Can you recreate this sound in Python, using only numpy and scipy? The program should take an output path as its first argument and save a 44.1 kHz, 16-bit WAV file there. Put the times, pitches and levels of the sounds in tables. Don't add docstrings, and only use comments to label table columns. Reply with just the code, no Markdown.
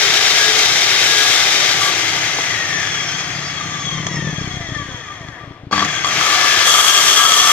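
import sys
import numpy as np
from scipy import signal
from scipy.fft import rfft, irfft, next_fast_len
from scipy.io import wavfile
from scipy.ndimage import uniform_filter1d, map_coordinates

SR = 44100
rng = np.random.default_rng(int(sys.argv[2]) if len(sys.argv) > 2 else 0)


def to_wav(sig):
    pcm = np.clip(np.atleast_2d(sig), -1, 1) * 32767
    pcm = np.round(pcm).astype(np.int16)
    wavfile.write(sys.argv[1], SR, pcm.T)


N = 331632
MOSTLY_DIRECT = np.array([[1], [.3]])


def amp(db):
    return 10 ** (np.asarray(db) / 20)


def unit(x):
    return x / np.sqrt(np.mean(x ** 2) + 1e-20)


def seconds():
    return np.arange(N) / SR


def along(points, hz):
    f, v = np.transpose(points)
    return np.interp(np.log(hz + 1), np.log(f + 1), v)


def curves(rows):
    s, *cols = np.transpose(rows)
    return [np.interp(seconds(), s, c) for c in cols]


def wobble(rate):
    knots = rng.standard_normal(int(N * rate / SR) + 4)
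    return map_coordinates(knots, [np.arange(N) * rate / SR], order=2)


def filtered(x, response):
    m = next_fast_len(N + SR // 2)
    return irfft(rfft(x, m) * response(np.fft.rfftfreq(m, 1 / SR)), m)[..., :N]


def lowpass(x, corner_hz, power):
    return filtered(x, lambda hz: 1 / (1 + (hz / corner_hz) ** power))


def ring(x, modes, leak=0):
    def response(f):
        bands = (amp(db) * 1j * f * w / (c * c - f * f + 1j * f * w) for c, w, db in modes)
        return leak + sum(bands)
    return filtered(x, response)


def noise(spectrum):
    return unit(filtered(rng.standard_normal((2, N)), lambda hz: amp(along(spectrum, hz))))


def trailing(x, window_s):
    size = max(int(window_s * SR), 4)
    return np.abs(uniform_filter1d(x, size, origin=size // 2 - 1))


def impulses(rate):
    return np.diff(np.floor(np.cumsum(rate) / SR), prepend=0)


def shaft_angle(speed):
    return 2 * np.pi * np.cumsum(speed) / SR


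def restarted(speed):
    return np.arange(N) > np.argmin(speed)


def torque(speed, smooth_s=0.022):
    pickup = trailing(np.maximum(np.diff(speed, prepend=speed[0]), 0), smooth_s)
    return pickup / pickup.max()


FULL_SPEED, CRAWL_SPEED = 436, 31


def strength(speed, law, load_power=0.86):
    wind_db, wind_power, rub_db, rub_power, load_db = law
    share = speed / FULL_SPEED
    wind = amp(wind_db) * share ** wind_power
    rub = amp(rub_db) * share ** rub_power * np.tanh(speed / CRAWL_SPEED)
    load = amp(load_db) * torque(speed) ** load_power
    return np.sqrt(wind ** 2 + rub ** 2 + load ** 2)


def resonant(speed, swell, still_speed=60):
    centre, octaves, peak_db, base_db = swell
    peak = amp(peak_db) / (1 + (np.log2(speed / centre) / octaves) ** 2)
    return np.hypot(peak, amp(base_db)) * np.sqrt(np.tanh(speed / still_speed))


# [f/Hz, relative level/dB per Hz]
BACKGROUND = [(60, -5), (300, 0), (1000, -7), (4000, -20), (9000, -44), (15000, -54)]


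def background(level_db=-48):
    return amp(level_db) * noise(BACKGROUND)


# [f/Hz, relative level/dB per Hz]
ROAR = [(130, -50), (220, -16.5), (290, -7.5), (400, -1.5), (540, -6.5), (740, 1.5), (1000, -7.5),
        (1170, -16), (1300, -7), (1690, -40), (2860, -120)]
RUSH = [(710, -53), (1200, -11.5), (1430, -3), (1690, 0), (1860, -4), (2110, 2.5), (2530, -2.5),
        (3400, -10.5), (4420, -38), (7480, -120)]
JET = [(1880, -18), (3200, 2.5), (3440, -2), (3840, 0.5), (4150, -2), (4670, -1.5), (4900, -3), (6030, -2),
       (6870, -9), (7400, -6.5), (8200, -65), (10700, -50), (18000, -120)]
HISS = [(4470, -26), (7600, 3), (8050, -0.5), (9790, -4), (13600, -8.5), (14600, -6.5), (15200, -34)]
# [f/Hz, width/Hz, relative level/dB]
VENTS = [(2100, 360, 3.5), (3177, 32, 0.5), (3285, 31, 1.5), (3577, 48, 7.5), (3740, 160, 7.5),
         (4960, 120, 3)]
# [windage level/dB at full speed, its power of speed,
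# rubbing level/dB at full speed, its power of speed, load level/dB at full torque]
ROAR_LAW = (-25.5, 2.5, -36.5, 0.63, -31.5)
RUSH_LAW = (-17.5, 2, -39, 0.3, -27)
JET_LAW = (-15.5, 3.5, -37.5, 0.9, -29)
HISS_LAW = (-29.5, 4, -50, 0.85, -46.5)


def air(speed, spell_hiss, vents_db=-3.0, restart_rush_db=1):
    laws = (ROAR_LAW, RUSH_LAW, JET_LAW, HISS_LAW)
    roar, rush, jet, hiss = (strength(speed, law) for law in laws)
    mains_pulse = 1 + 0.076 * np.sin(2 * np.pi * 100 * seconds())
    flutter = amp(0.72 * wobble(180) + 0.65 * wobble(25)) * mains_pulse
    hollow_db = curves([(1.6, 0), (2.8, -15)])[0] + vents_db
    vent_noise = ring(rng.standard_normal((2, N)), VENTS)
    vents = jet * amp(hollow_db) * unit(filtered(vent_noise, lambda hz: hz < 7400))
    upper = rush * amp(restart_rush_db * restarted(speed)) * noise(RUSH)
    upper = upper + jet * noise(JET) + np.hypot(hiss, spell_hiss) * noise(HISS)
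    return roar * noise(ROAR) + flutter * (upper + vents)


# [f/Hz, width/Hz, relative level/dB]
CASING = [(700, 73, -1.5), (990, 52, -11), (1185, 78, 1.5), (1810, 235, 3), (2080, 81, -27), (3190, 70, -4),
          (3317, 90, 3.5), (4360, 170, -13), (5390, 110, -4.5), (6240, 570, -2.5)]
# [windage level/dB, its power of speed, rubbing level/dB, its power, load level/dB]
BRUSH_LAW = (-51, 10, -32, 0.55, -46)


def brushes(speed):
    rubbing = lowpass(rng.standard_normal((2, N)), 6800, 12)
    return strength(speed, BRUSH_LAW) * unit(ring(rubbing, CASING, leak=.02))


PINION_TEETH = 7
# [f/Hz, width/Hz, relative level/dB]
LOOSE = [(1943, 110, -1.5), (3320, 68, 1), (4230, 170, -13), (5250, 48, -6.5), (6265, 130, -4),
         (7000, 22, -21)]
GEARBOX = [(1820, 94, -12), (2870, 80, -9), (3280, 117, 4.5), (4420, 160, -9.5), (5780, 50, -2),
           (6280, 160, -10), (6500, 120, -4.5), (7250, 62, -8)]
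GUARD = [(722, 10, -2), (1183, 42, 5), (1270, 82, 0)]
# [windage level/dB, its power of speed, rubbing level/dB, its power, load level/dB]
GEARBOX_LAW = (-43, 25, -28, 0.82, -51)
GUARD_LAW = (-29, 5, -33, 0.77, -24)


def rattle(speed, spell_box, spell_guard):
    force = rng.standard_normal((2, N)) * amp(2.5 * wobble(400)) / np.sqrt(speed)
    blows = lowpass(impulses(speed * PINION_TEETH) * force, 7800, 12)
    loose = strength(speed, GEARBOX_LAW) * unit(ring(blows, LOOSE))
    box = loose + spell_box * unit(ring(blows, GEARBOX))
    dulled = lowpass(blows, 2200, 2)
    guard_gain = np.hypot(strength(speed, GUARD_LAW), spell_guard)
    return box + guard_gain * unit(ring(dulled, GUARD))


def backlash(speed):
    turns = np.cumsum(speed) / SR
    return map_coordinates(rng.standard_normal(int(turns[-1]) + 4), [.55 * turns], order=2)


def turn_pattern(angle, count=64, size=4096, blur=.016):
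    orders = rng.standard_normal(count) + 1j * rng.standard_normal(count)
    pattern = unit(irfft(orders * (np.arange(count) > 4), size))
    turn = (angle + blur * wobble(60)) / (2 * np.pi) % 1
    return np.interp(turn, np.arange(size) / size, pattern)


# [cycles per turn, relative level/dB, phase blur/rad]
WHINE_LINES = [(7, 0, 1.2), (14, -1, 1.05), (20, -6, .9), (21, 1, .9), (24, -8, .7), (28, -2, .9),
               (32.5, -7, 1), (39.5, 0, 1.3), (47, -4, 1.4)]


def whine(speed, whine_db=-26.5, loaded_db=-10, speed_power=0.77, fade_speed=370):
    angle = shaft_angle(speed)
    lines = np.zeros(N, complex)
    for order, db, blur in WHINE_LINES:
        phase = order * angle + blur * backlash(speed)
        lines += amp(db + 3 * backlash(speed)) * np.exp(1j * phase)
    comb = 1.15 * amp(2 * backlash(speed)) * np.array([turn_pattern(angle), turn_pattern(angle)])
    scattered = (lines * np.exp(2j * wobble(20))).imag
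    pair = lowpass(comb + np.array([lines.real, scattered]), 6600, 10)
    casing = unit(ring(pair, CASING, leak=.1))
    level = amp(whine_db + loaded_db * torque(speed)) * (speed / FULL_SPEED) ** speed_power
    return level / (1 + (speed / fade_speed) ** 8) * casing


# [cycles per turn, relative level/dB in the first run, in the second]
TOP_TONES = [(3, -49, -24), (4.06, -56, -26), (13, -58, -22.5)]


def top_tones(speed, tones_db=2.0):
    angle, second_run = shaft_angle(speed), restarted(speed)
    tones = np.zeros(N)
    for order, early_db, late_db in TOP_TONES:
        level_db = np.where(second_run, late_db, early_db) + 5.5 * wobble(11)
        tones += amp(level_db) * np.sin(order * angle + 0.77 * wobble(50))
    near_top = (speed / FULL_SPEED) ** np.where(second_run, 24, 2.2)
    return amp(tones_db) * tones * near_top * MOSTLY_DIRECT


# [f/Hz, relative level/dB]
SURGE = [(100, -36), (200, -27), (300, -28), (400, -64)]


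def surge(speed, rough=0.7, torque_power=2.4, surge_db=1):
    growl = np.zeros(N)
    for hz, db in SURGE:
        growl += amp(db + surge_db) * np.sin(2 * np.pi * hz * seconds() + rough * wobble(60))
    return torque(speed) ** torque_power * growl


# [middle t/s, length/s, level/dB]
HUM_SWELLS = [(0.087, 0.71, -29.5), (0.517, 0.35, -24), (1.252, .4, -31), (1.6, .3, -36), (1.995, 0.4, -35),
              (2.224, .2, -36)]


def hum(speed):
    level = np.zeros(N)
    for s, length, db in HUM_SWELLS:
        level += amp(db) * np.cos(np.pi * np.clip((seconds() - s) / length, -.5, .5))
    return level * np.sin(shaft_angle(speed) + 0.4 * wobble(50)) * MOSTLY_DIRECT


# [f/Hz, relative level/dB per Hz]
BOARD = [(15, -51), (25, -31), (38, -27), (54, -21), (104, 5), (139, -1), (171, -11), (215, -17),
         (280, -3.5), (360, -8), (620, -120)]
RUMBLE = [(15, -8), (30, -1), (60, 0), (100, -5), (160, -28), (300, -80)]
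# [turns/s, width/octaves, level/dB there, level/dB far from it]
DRONE_SWELL = (155, 1, -37.5, -42)
RUMBLE_SWELL = (105, .55, -45, -72)


def drone(speed, unbalance_db=-32):
    unbalance = np.sin(shaft_angle(speed) + .5 * wobble(30))
    mode = [(157.0, 8, 0)]  # f/Hz, width/Hz, level/dB
    boom = amp(unbalance_db) * ring(ring(unbalance, mode), mode)
    shaking = resonant(speed, DRONE_SWELL) * noise(BOARD)
    return shaking + resonant(speed, RUMBLE_SWELL) * noise(RUMBLE) + boom


def slow_share(speed, changeover_speed=120):
    return 1 / (1 + (speed / changeover_speed) ** 20)


# [f/Hz, width/Hz, relative level/dB]
BOARD_HUM = [(155, 64, 0), (310, 110, -12), (520, 160, -9)]
BOARD_THUD = [(79.5, 37, -7), (123, 59, 5), (280.4, 20, 2)]


def humming(x):
    return ring(ring(x, BOARD_HUM), BOARD_HUM)


def thudding(x):
    return lowpass(ring(x, BOARD_THUD), 340, 4)


# [t/s, relative peak level/dB]
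THUMPS = [(3.841, -24), (3.868, -20.5), (3.923, -23), (3.948, -22), (3.975, -20), (3.998, -20),
          (4.032, -22), (4.061, -19), (4.085, -22), (4.112, -18), (4.141, -17), (4.169, -16.5),
          (4.189, -16.5), (4.223, -15.5), (4.245, -15), (4.271, -12.5), (4.291, -15), (4.329, -14.5),
          (4.383, -14), (4.413, -15), (4.444, -19), (4.475, -16), (4.512, -22), (4.541, -18.5),
          (4.57, -17.5), (4.607, -20), (4.646, -24), (4.689, -22.5), (4.721, -17.5), (4.764, -18.5),
          (4.798, -20), (4.819, -22), (4.889, -23), (4.919, -26), (4.945, -22), (5.21, -25.5), (5.249, -28),
          (5.288, -23.5), (5.437, -27), (5.476, -28), (5.509, -25), (5.635, -27), (5.67, -23.5)]


def hard_landings():
    s, db = np.transpose(THUMPS)
    return np.bincount((s * SR).astype(int), amp(db), N)


# [turns/s, width/octaves, level/dB there, level/dB far from it]
JOGGLE_SWELL = (126, 0.72, -31.5, -44)


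def joggling(speed, quick_hz=34.02, slow_hz=26.95, scrape_t60=0.013, scrape_db=-31, slow_db=-3):
    slow = slow_share(speed)
    rate = (slow * slow_hz + (1 - slow) * quick_hz) * (1 + .08 * wobble(15))
    bumps = impulses(rate) * amp(3.1 * wobble(30))
    bumps = bumps * (uniform_filter1d(np.sign(hard_landings()) * SR, size=SR // 20) < 1)
    t = np.arange(SR // 40) / SR
    scrape = signal.fftconvolve(bumps, amp(-60 * t / scrape_t60))[:N] * rng.standard_normal(N)
    landings = lowpass(bumps + amp(scrape_db) * scrape, 430, 6)
    quick_part = (1 - slow) * unit(humming(landings))
    slow_part = slow * amp(slow_db) * unit(thudding(landings))
    return -resonant(speed, JOGGLE_SWELL) * (quick_part + slow_part)


# [middle t/s, length/s, f/Hz, relative level/dB]
SUNG_TONES = [(0.177, 0.12, 1670, -27), (.44, 0.2, 1657, -20), (1.33, .5, 3530, -27),
              (1.204, 0.45, 3285, -29), (.5, .25, 3190, -30), (1.19, 0.36, 1654, -24),
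              (1.875, 0.13, 1630, -29), (1.856, 0.15, 1154, -29.5), (4.80, 0.11, 1155, -35),
              (5.105, 0.084, 1193, -35), (5.425, 0.061, 1184, -40), (5.57, .09, 1170, -50),
              (6.013, 0.21, 1567, -32.5), (6.503, 0.69, 1746, -22.5), (6.517, .28, 2670, -28),
              (6.55, .4, 3480, -27), (6.627, 0.64, 1640, -24.5), (6.963, 0.34, 1625, -21.5),
              (7.217, 0.13, 1636, -16.5)]
# [frequency ratio, level/dB relative to the tone]
SUNG_PARTIALS = [(1, 0), (1.996, -18), (2.838, -18)]


def sung_tones(tones_db=4.0):
    t = seconds()
    drift = 0.55 * wobble(50)
    tones = np.zeros(N)
    for s, length, hz, db in SUNG_TONES:
        on = np.abs(t - s) < length / 2
        phase = 2 * np.pi * hz * (t[on] - s) + drift[on]
        swell = amp(db + tones_db) * np.cos(np.pi * (t[on] - s) / length)
        tones[on] += swell * sum(amp(level) * np.sin(k * phase) for k, level in SUNG_PARTIALS)
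    return tones * MOSTLY_DIRECT


# [start t/s, length/s, gearbox level/dB, guard level/dB, hiss level/dB]
RINGING_SPELLS = [(1.035, 0.34, -31, -33, -33), (1.797, .11, -29, -26.5, -33.5),
                  (2.777, 0.44, -40.5, -48, -65), (3.8, .16, -44, -45, -70), (5.883, 0.12, -34, -32, -57),
                  (6.052, 0.051, -28, -25, -42), (6.2, 0.59, -26.5, -20, -36),
                  (6.654, 0.99, -11, -16.5, -21), (6.727, .15, -32, -13.5, -23),
                  (7.184, 0.12, -28, -14, -22.5), (7.333, 0.14, -15, -18, -28), (7.45, .1, -22, -12.5, -26)]


def ringing_spells(rise_s=0.031):
    t = seconds()
    power = np.zeros((3, N))
    for s, length, *db in RINGING_SPELLS:
        spell = np.clip(np.minimum(t - s, s + length - t) / rise_s + .5, 0, 1)
        power += np.outer(amp(db), spell) ** 2
    return np.sqrt(power)


# [t/s, relative clack level/dB, ring level/dB, relative thud level/dB]
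KNOCKS = [(2.387, -25, -34, -21), (4.067, 1, -30, -33), (5.712, -20, -24, -26), (5.727, -9, -7, -21),
          (5.737, -14, -16, -23), (5.761, -10, -12, -30), (5.779, -8, -9, -30), (5.794, -2, -13, -26),
          (5.806, 0, -11, -30), (5.82, -7, -14, -21), (5.826, -4, -15, -36), (5.848, 2, -20, -35),
          (5.887, -6, -30, -45), (6.046, 1, -10.5, -30), (6.068, -5, -22, -27), (6.09, -6, -24, -36),
          (6.159, -7, -24, -38)]
# [f/Hz, relative level/dB, t60/s]
CLACK = [(1033, -9, 0.037), (1144, -2.5, 0.1), (1627, -9, 0.066), (3330, -9.5, 0.061), (4480, -9, 0.046),
         (4870, -29, 0.031)]
# [f/Hz, width/Hz, relative level/dB]
THUD = [(170, 70, -2), (320, 140, 0), (490, 220, 1.5), (780, 260, 7)]


def knocks(clack_db=-4, thud_db=14, clack_t60=0.031, thud_t60=0.038):
    t = np.arange(SR // 5) / SR
    clack, clang, thud = np.zeros((3, 2, N))
    for s, contact_db, clang_db, low_db in KNOCKS:
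        span = slice(round(s * SR), round(s * SR) + len(t))
        contact = amp(contact_db + clack_db - 60 * t / clack_t60)
        clack[:, span] += contact * rng.standard_normal((2, len(t)))
        for hz, level, t60 in CLACK:
            decay = amp(clang_db + level + rng.normal(0, 1) - 60 * t / t60)
            clang[0, span] += decay * np.sin(2 * np.pi * hz * t + rng.uniform(0, np.pi))
        low = amp(low_db + thud_db - 60 * t / thud_t60)
        thud[:, span] += low * rng.standard_normal((2, len(t)))
    metal = ring(clack, CASING, leak=0.057) + clang
    return lowpass(metal, 6800, 8) + lowpass(ring(thud, THUD), 1100, 4)


COMMUTATOR_BARS = 24
# [turns/s, width/octaves, level/dB there, level/dB far from it]
WHISTLE_SWELL = (238, 0.24, -36, -71)
HOWL_SWELL = (264, .09, -27, -70)


def whistle_and_howl(speed):
    angle = shaft_angle(speed)
    whistle = np.sin(COMMUTATOR_BARS * angle + 0.77 * wobble(50))
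    whistle = whistle * resonant(speed, WHISTLE_SWELL) * amp(5.5 * wobble(30.06))
    howl = np.sin(PINION_TEETH * angle + 1.1 * backlash(speed))
    howl = howl * resonant(speed, HOWL_SWELL) * amp(3 * backlash(speed))
    return ~restarted(speed) * (whistle + howl) * MOSTLY_DIRECT


def thumps(speed):
    slow, hard = slow_share(speed), hard_landings()
    soft = lowpass(hard, 430, 6)
    hums, thuds = humming(soft), thudding(soft)
    mixed = (1 - slow) * hums / np.abs(hums).max() + slow * thuds / np.abs(thuds).max()
    return -hard.max() * mixed


# [f/Hz, relative level/dB per Hz]
SLAP = [(120, -35), (250, -0.5), (400, -1), (560, -3.5), (750, -16), (1300, -44), (3000, -90)]


def slaps(slap_db=-13.0, slap_t60=0.052, scatter_db=2.5, rise_s=0.0028):
    t = np.arange(SR // 10) / SR
    level = np.zeros(N)
    for (s, db), chance in zip(THUMPS, rng.standard_normal(len(THUMPS))):
        decay = amp(db + slap_db + scatter_db * chance - 60 * t / slap_t60)
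        level[round(s * SR):][:len(t)] += decay * np.minimum(t / rise_s, 1)
    return level * noise(SLAP)


def softened(x, speed, gentle_speed=48, top_hz=5000):
    gentle = ~restarted(speed) / (1 + (speed / gentle_speed) ** 4)
    return x - gentle * (x - lowpass(x, top_hz, 8))


# [f/Hz, likeness 0-1, where below 0 counts as 0]
ALIKE = [(30, .87), (120, .96), (300, .96), (600, .92), (1200, 0.62), (2500, 0.64), (5000, 0.52),
         (14000, -0.3)]
# [f/Hz, left minus right level/dB]
LEFT = [(60, 2.4), (140, 2.3), (210, 1.5), (330, 4.5), (500, 4.9), (760, 4.2), (1160, 5.7), (1780, 8.5),
        (2710, 7.8), (4150, 7.9), (6330, 0.071), (9670, 1.1), (14800, 17)]


def microphones(pair, lag_s=7e-5):
    def gains(hz):
        turn = np.arccos(np.clip(along(ALIKE, hz), 0, 1)) / 2
        near = amp(along(LEFT, hz) / 2) * np.exp(1j * np.pi * hz * lag_s)
        left = [near * np.cos(turn), near * np.sin(turn)]
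        right = [np.cos(turn) / near, -np.sin(turn) / near]
        mix = np.array([left, right])
        return mix / np.linalg.norm(mix.mean(0), axis=0)
    return filtered(pair, gains).sum(1)


# [t/s, speed/turns per s]
SPEED = [(0, 402), (.3, 424), (.6, 436), (.92, 396), (1.15, 425), (1.4, 430), (1.95, 345), (2.2, 313),
         (2.6, 270.5), (3, 233), (3.4, 198.5), (5.4, 33), (5.71, 8), (5.86, 246), (6.045, 222), (6.2, 350),
         (6.4, 410), (6.8, 431), (7.52, 437)]


def scene():
    speed = curves(SPEED)[0]
    box, guard, hiss = ringing_spells()
    contacts = brushes(speed) + rattle(speed, box, guard) + whine(speed)
    contacts = softened(contacts + top_tones(speed) + whistle_and_howl(speed), speed)
    motor = air(speed, hiss) + contacts + surge(speed) + hum(speed)
    wood = drone(speed) + joggling(speed) + thumps(speed) + slaps()
    return microphones(background() + motor + wood + sung_tones() + knocks())


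def record(dry, threshold_db=-16, squeeze=0.67, window_s=0.046, top_hz=15300):
    power = trailing(dry.mean(0) ** 2, window_s)
    gain = (1 + (power / amp(threshold_db) ** 2) ** 2) ** (-squeeze / 4)
    return filtered(np.clip(dry * gain, -1, 1), lambda hz: hz < top_hz)


dry = scene()
out = record(dry)
to_wav(out)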